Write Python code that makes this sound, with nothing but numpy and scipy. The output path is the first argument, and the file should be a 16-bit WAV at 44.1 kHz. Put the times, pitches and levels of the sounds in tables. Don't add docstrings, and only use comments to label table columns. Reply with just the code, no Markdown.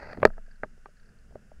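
import sys
import numpy as np
from scipy import signal
from scipy.fft import rfft, irfft
from scipy.io import wavfile
from scipy.ndimage import uniform_filter1d

SR = 44100
rng = np.random.default_rng(int(sys.argv[2]) if len(sys.argv) > 2 else 0)


def master_out(mix):
    frames = np.transpose(np.atleast_2d(mix))
    ceiling = np.clip(frames, -1, 1)
    pcm = np.round(ceiling * 32767).astype(np.int16)
    wavfile.write(sys.argv[1], SR, pcm)


N = 70560
TIME = np.arange(N) / SR

# frequency in Hz, strength in dB per Hz.
RUMBLE_SPECTRUM = [(8, -2), (18, -1.5), (30, -8), (60, -8), (100, -24), (200, -40.5), (500, -70)]
# time in seconds, level in dB.
RUMBLE_LEVEL = [(0, -53), (.1, -43.5), (.2, -56.5), (.3, -43), (.4, -55.5), (.75, -56.5), (.9, -58),
                (1.15, -55), (1.3, -49), (1.45, -57), (1.6, -45.5)]
# frequency in Hz, strength in dB per Hz.
WASH_SPECTRUM = [(30, -14.5), (90, -1), (140, 3), (220, 2.5), (300, -13.5), (420, -10), (620, -14),
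                 (900, -24), (2000, -52.5)]
# time in seconds, level in dB.
WASH_LEVEL = [(0, -63), (.15, -50), (.185, -47.5), (.22, -41.5), (.27, -37), (.32, -56.5), (.42, -65.5),
              (.6, -65), (.66, -60.5), (.78, -66), (.98, -69.5), (1.1, -59.5), (1.22, -64.5), (1.36, -54.5),
              (1.46, -61.5), (1.6, -62.5)]
# frequency in Hz, strength in dB per Hz.
HISS_SPECTRUM = [(100, -0.5), (600, -11), (1000, -14), (1250, -5), (1450, 3.5), (1700, -0.5), (2050, -8.5),
                 (2400, -12), (2750, -7.5), (3200, -16.5), (4200, -19), (5000, -12), (5900, -14),
                 (6800, -14), (8500, -18), (10500, -19), (12000, -28.5), (15500, -31.5)]
HISS_DB = -68

SWAY_START_S, SWAY_HZ, SWAY_RISE_S = 0.2545, 19.3, 0.006
SWAY_DB, SWAY_T60_S = -31, 1
LINGER_DB, LINGER_T60_S = -44, 5.1

# time in seconds, level in dB.
RUB_LEVEL = [(0, -45.5), (.03, -42), (.04, -46.5), (.075, -45.5), (.11, -46.5), (.14, -46.5), (.17, -57.5),
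             (.22, -59.5), (.29, -67.5), (.34, -89.5)]
# frequency in Hz, strength in dB per Hz.
RUB_SPECTRUM = [(100, -6.5), (300, -5.5), (480, -3), (620, 4.5), (720, -4), (880, -1.5), (1120, -14),
                (1350, -3.5), (1600, -2), (1750, -8), (2000, -2), (2250, -16), (2600, -14), (2950, -34),
                (3700, -33.5), (4600, -15), (5400, -29.5), (7300, -43), (9000, -50), (16000, -57)]
SLIPS_PER_S, SLIP_SPREAD_DB = 3700, -2.5
GRIP_DB, GRIP_S = 1.5, 0.0056

# start in seconds, level in dB, treble in dB.
TICKS = [(0.333, -47, -25), (0.4632, -47, -22.5), (0.487, -51, -23), (0.511, -45, -11), (.531, -54, -21),
         (0.556, -50, -13), (.968, -54, -8.5), (0.9964, -53.5, -7), (1.028, -54, -12), (1.057, -56, -5.5),
         (1.089, -51, -11)]
# starting frequency in Hz, T60 in seconds.
TICK_MODES = [(1680, 0.031), (4650, 0.035)]
TICK_RISE_S = 0.003
TICK_SAG_PER_S, TICK_ROUGH = 7, 0.063

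# start in seconds, level in dB.
SNAPS = [(.1325, -26), (.2527, 3.5), (0.2711, -25.5), (1.188, -39), (1.352, -46)]
# frequency in Hz, strength in dB.
SNAP_SPECTRUM = [(500, -16), (2800, -17), (3700, -14), (4450, 9.5), (5100, -1), (5700, -11), (6300, -12.5),
                 (7100, -18.5), (8000, -17), (9000, -24.5), (13000, -28), (16000, -44.5)]

# start in seconds, level in dB, thud in dB, hollow in dB, clack in dB,
# edge in dB, click in dB, pitch ratio, ring length ratio, rebound delay in seconds, rebound level in dB.
KNOCKS = [(0.1298, -34.5, -3, -2, 5, 14, 12, 0.98, 0.88, 0.0016, 2),
          (0.1727, -29, 2.5, -12, -7, -7, -2, 0.99, 0.92, 0.00098, 2),
          (.182, -39, 19, -7, -18, -4, -9, 0.78, 0.81, 0.0014, 4),
          (.2015, -29.5, -26, -11.5, -7, 8, 4, 0.84, 0.68, 0.003, -17),
          (0.2177, -45.5, -0.5, 4, -4, 3, 6, 1.3, 1, 0.0015, 8),
          (0.2294, -5.5, -1, 2, -5.5, 9, -9, 0.96, 0.83, .00182, -6),
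          (.2513, -0.5, 2, -2.5, 1, 6, -1, 1.01, 1.36, .00221, -9.5),
          (.2612, -25.5, -16, 8, -1.5, -8, -2, 1.02, 0.73, .0016, -7.5),
          (0.2736, -35.5, -10.5, 3, 8.5, 1.5, -0.5, 0.8, 1.6, 0.0017, -15),
          (0.3018, -40.5, -3, -3, 5, -30, -12, 1.04, 1.2, .00142, -1.6),
          (.369, -53, -8, 5, 6, -13, -9.5, 0.92, 0.925, 0.0016, -7),
          (.3792, -40.5, 4.5, 0.5, 1.5, -15, -5.5, 1.06, 1.5, 0.0014, -7.5),
          (.479, -51.5, -9.5, -16, -16.5, -10, -7, 1.08, 0.93, 0.0016, -3),
          (0.6333, -23, 4.5, 1.5, 8, 5, -8.5, 0.995, 1.17, 0.001437, -6.5),
          (0.6419, -36, -1.5, 10, -1, 4, 0.5, 0.89, 0.86, 0.0024, -5),
          (0.6572, -52.5, 16.5, -17, -6.5, -1, -4, 0.96, 0.76, 0.0023, 0),
          (.776, -51, -5.5, -20, -10.5, -11, -6.5, 0.91, 1.3, 0.0024, -6.5),
          (0.8577, -47, 6, 19.5, 4, 16, 15, .97, 1.84, 0.0025, -13),
          (.885, -47, -10, -20, -14, -16.5, -14.5, .96, 1.16, 0.0019, -15),
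          (1.308, -50, 1, -14, -19.5, -14, -9.5, 1.15, 1.15, .003, -12),
          (1.3224, -49, -3.5, -5, -19.5, -17.5, -16, 0.93, 1.04, 0.0012, -1),
          (1.3548, -29, 3, -10, -15, -16, -6.5, 0.97, 1, 0.0015, -6.3),
          (1.5154, -42, 3, -5, -17, -19, -7.5, 0.99, 0.89, 0.0014, 2)]
# frequency in Hz, level in dB, T60 in seconds.
HOUSING_MODES = [(62, -31.5, 0.052), (131.2, -23, 0.042), (216.6, -17.5, 0.063), (416.3, -1, 0.02),
                 (616, -2.5, 0.03), (833.3, -1.5, 0.01), (1237.4, -7, .016), (1604.5, -3.5, 0.013),
                 (1887, -4, 0.0057), (2396, -14, 0.0098), (2750, -18.5, 0.0044), (3250, -28.5, 0.0089),
                 (4510, -22, 0.0051)]
REGISTERS_HZ = [260, 600, 1050, 1650, 2700, 4400]
# frequency in Hz, strength in dB per Hz.
SCATTER_SPECTRUM = [(80, -2), (220, -1), (550, 6.5), (1000, -7), (1700, -13), (2800, -21), (5000, -28),
                    (16000, -40.5)]
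SCATTER_DB, SCATTER_T60_S, SCATTER_RISE_S = -14.5, 0.04, 0.00077
# frequency in Hz, strength in dB.
CONTACT_SPECTRUM = [(40, -1.5), (150, -0.5), (400, -1), (1900, 0), (2500, -5.5), (3000, -6), (4400, -5.5),
                    (6000, -11.5), (9000, -23.5), (16000, -35.5)]
ECHO_S, ECHO_DB = 0.0077, -24.5

DRIVE_DB, CEILING = -1, 1
BAND_EDGE_HZ = 15800


def amp(db):
    return 10 ** (np.asarray(db) / 20)


def read(points, hz):
    f, value = np.transpose(points)
    return np.interp(np.log(hz + 1), np.log(f + 1), value)


def level(points):
    return amp(np.interp(TIME, *np.transpose(points)))


def coloured(x, points):
    gain = amp(read(points, np.fft.rfftfreq(len(x), 1 / SR)))
    y = irfft(rfft(x) * gain, len(x))
    return y / np.sqrt(np.mean(y ** 2) + 1e-20)


def noise(points, size=N):
    return coloured(rng.standard_normal(size), points)


def causal(x, db_at, size=4096):
    log_gain = np.log(amp(db_at(abs(np.fft.fftfreq(size, 1 / SR)))))
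    minimum_phase = np.exp(np.conj(signal.hilbert(log_gain)))
    taps = np.fft.ifft(minimum_phase).real[:size // 2]
    return signal.fftconvolve(x, taps)[:len(x)]


def add(mix, s, sound):
    part = mix[max(round(s * SR), 0):][:len(sound)]
    part += sound[:len(part)]


def water():
    rumble = level(RUMBLE_LEVEL) * noise(RUMBLE_SPECTRUM)
    wash = level(WASH_LEVEL) * noise(WASH_SPECTRUM)
    hiss = amp(HISS_DB) * noise(HISS_SPECTRUM)
    return rumble + wash + hiss


def sway():
    wide = amp(SWAY_DB - 60 * TIME / SWAY_T60_S)
    lingering = amp(LINGER_DB - 60 * TIME / LINGER_T60_S)
    rise = 1 - np.exp(-TIME / SWAY_RISE_S)
    return (wide + lingering) * rise * np.sin(2 * np.pi * SWAY_HZ * TIME)


def rubbing():
    size_db = SLIP_SPREAD_DB * np.minimum(rng.exponential(1, N), 2)
    sizes = rng.standard_normal(N) * amp(size_db)
    grip = np.interp(TIME, np.arange(1000) * GRIP_S, rng.standard_normal(1000))
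    slipping = rng.random(N) < SLIPS_PER_S / SR
    slips = amp(GRIP_DB * grip) * sizes * slipping
    return level(RUB_LEVEL) * coloured(slips, RUB_SPECTRUM)


def tick(db, treble_db, size=2500):
    t = TIME[:size]
    ring = np.zeros(size)
    for (hz, t60), mode_db in zip(TICK_MODES, [0, treble_db]):
        tremble = uniform_filter1d(rng.standard_normal(size), size=25) * np.sqrt(25)
        pitch_hz = hz * (1 - TICK_SAG_PER_S * t + TICK_ROUGH * tremble)
        turns = np.cumsum(pitch_hz) / SR
        ring += amp(mode_db - 60 * t / t60) * np.sin(2 * np.pi * turns)
    return amp(db) * np.minimum(t / TICK_RISE_S, 1) * ring


def snap(db, size=1000):
    return amp(db) * causal(signal.unit_impulse(size), lambda hz: read(SNAP_SPECTRUM, hz))


def housing_ring(t, pitch, length):
    ring = np.zeros(len(t))
    for k, (hz, mode_db, t60) in enumerate(HOUSING_MODES):
        sign = (-1) ** (k + 1)
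        fade = amp(mode_db - 60 * t / (t60 * length))
        ring += sign * fade * np.sin(2 * np.pi * hz * pitch * t)
    return ring


def gear_scatter(t):
    fade = amp(SCATTER_DB - 60 * t / SCATTER_T60_S)
    return noise(SCATTER_SPECTRUM, len(t)) * fade * (1 - np.exp(-t / SCATTER_RISE_S))


def knock(db, thud_db, hollow_db, clack_db, edge_db, click_db, pitch, length, rebound_s, rebound_db, size=6000):
    t = TIME[:size]
    ring = housing_ring(t, pitch, length)
    blow = ring + gear_scatter(t)
    add(blow, rebound_s, amp(rebound_db) * ring)
    add(blow, ECHO_S, amp(ECHO_DB) * ring)
    registers_db = [thud_db, 0, hollow_db, clack_db, edge_db, click_db]
    colour = list(zip(REGISTERS_HZ, registers_db))
    return amp(db) * causal(blow, lambda hz: read(CONTACT_SPECTRUM, hz) + read(colour, hz))


def scene():
    mix = water() + rubbing()
    add(mix, SWAY_START_S, sway())
    for source, table in ((tick, TICKS), (snap, SNAPS), (knock, KNOCKS)):
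        for s, *settings in table:
            add(mix, s, source(*settings))
    return mix[None]


def record(dry):
    clipped = np.clip(dry * amp(DRIVE_DB), -CEILING, CEILING)
    low_pass = signal.firwin(511, BAND_EDGE_HZ, window=("kaiser", 9), fs=SR)
    return signal.oaconvolve(clipped, low_pass[None], "same")


dry = scene()
out = record(dry)
master_out(out)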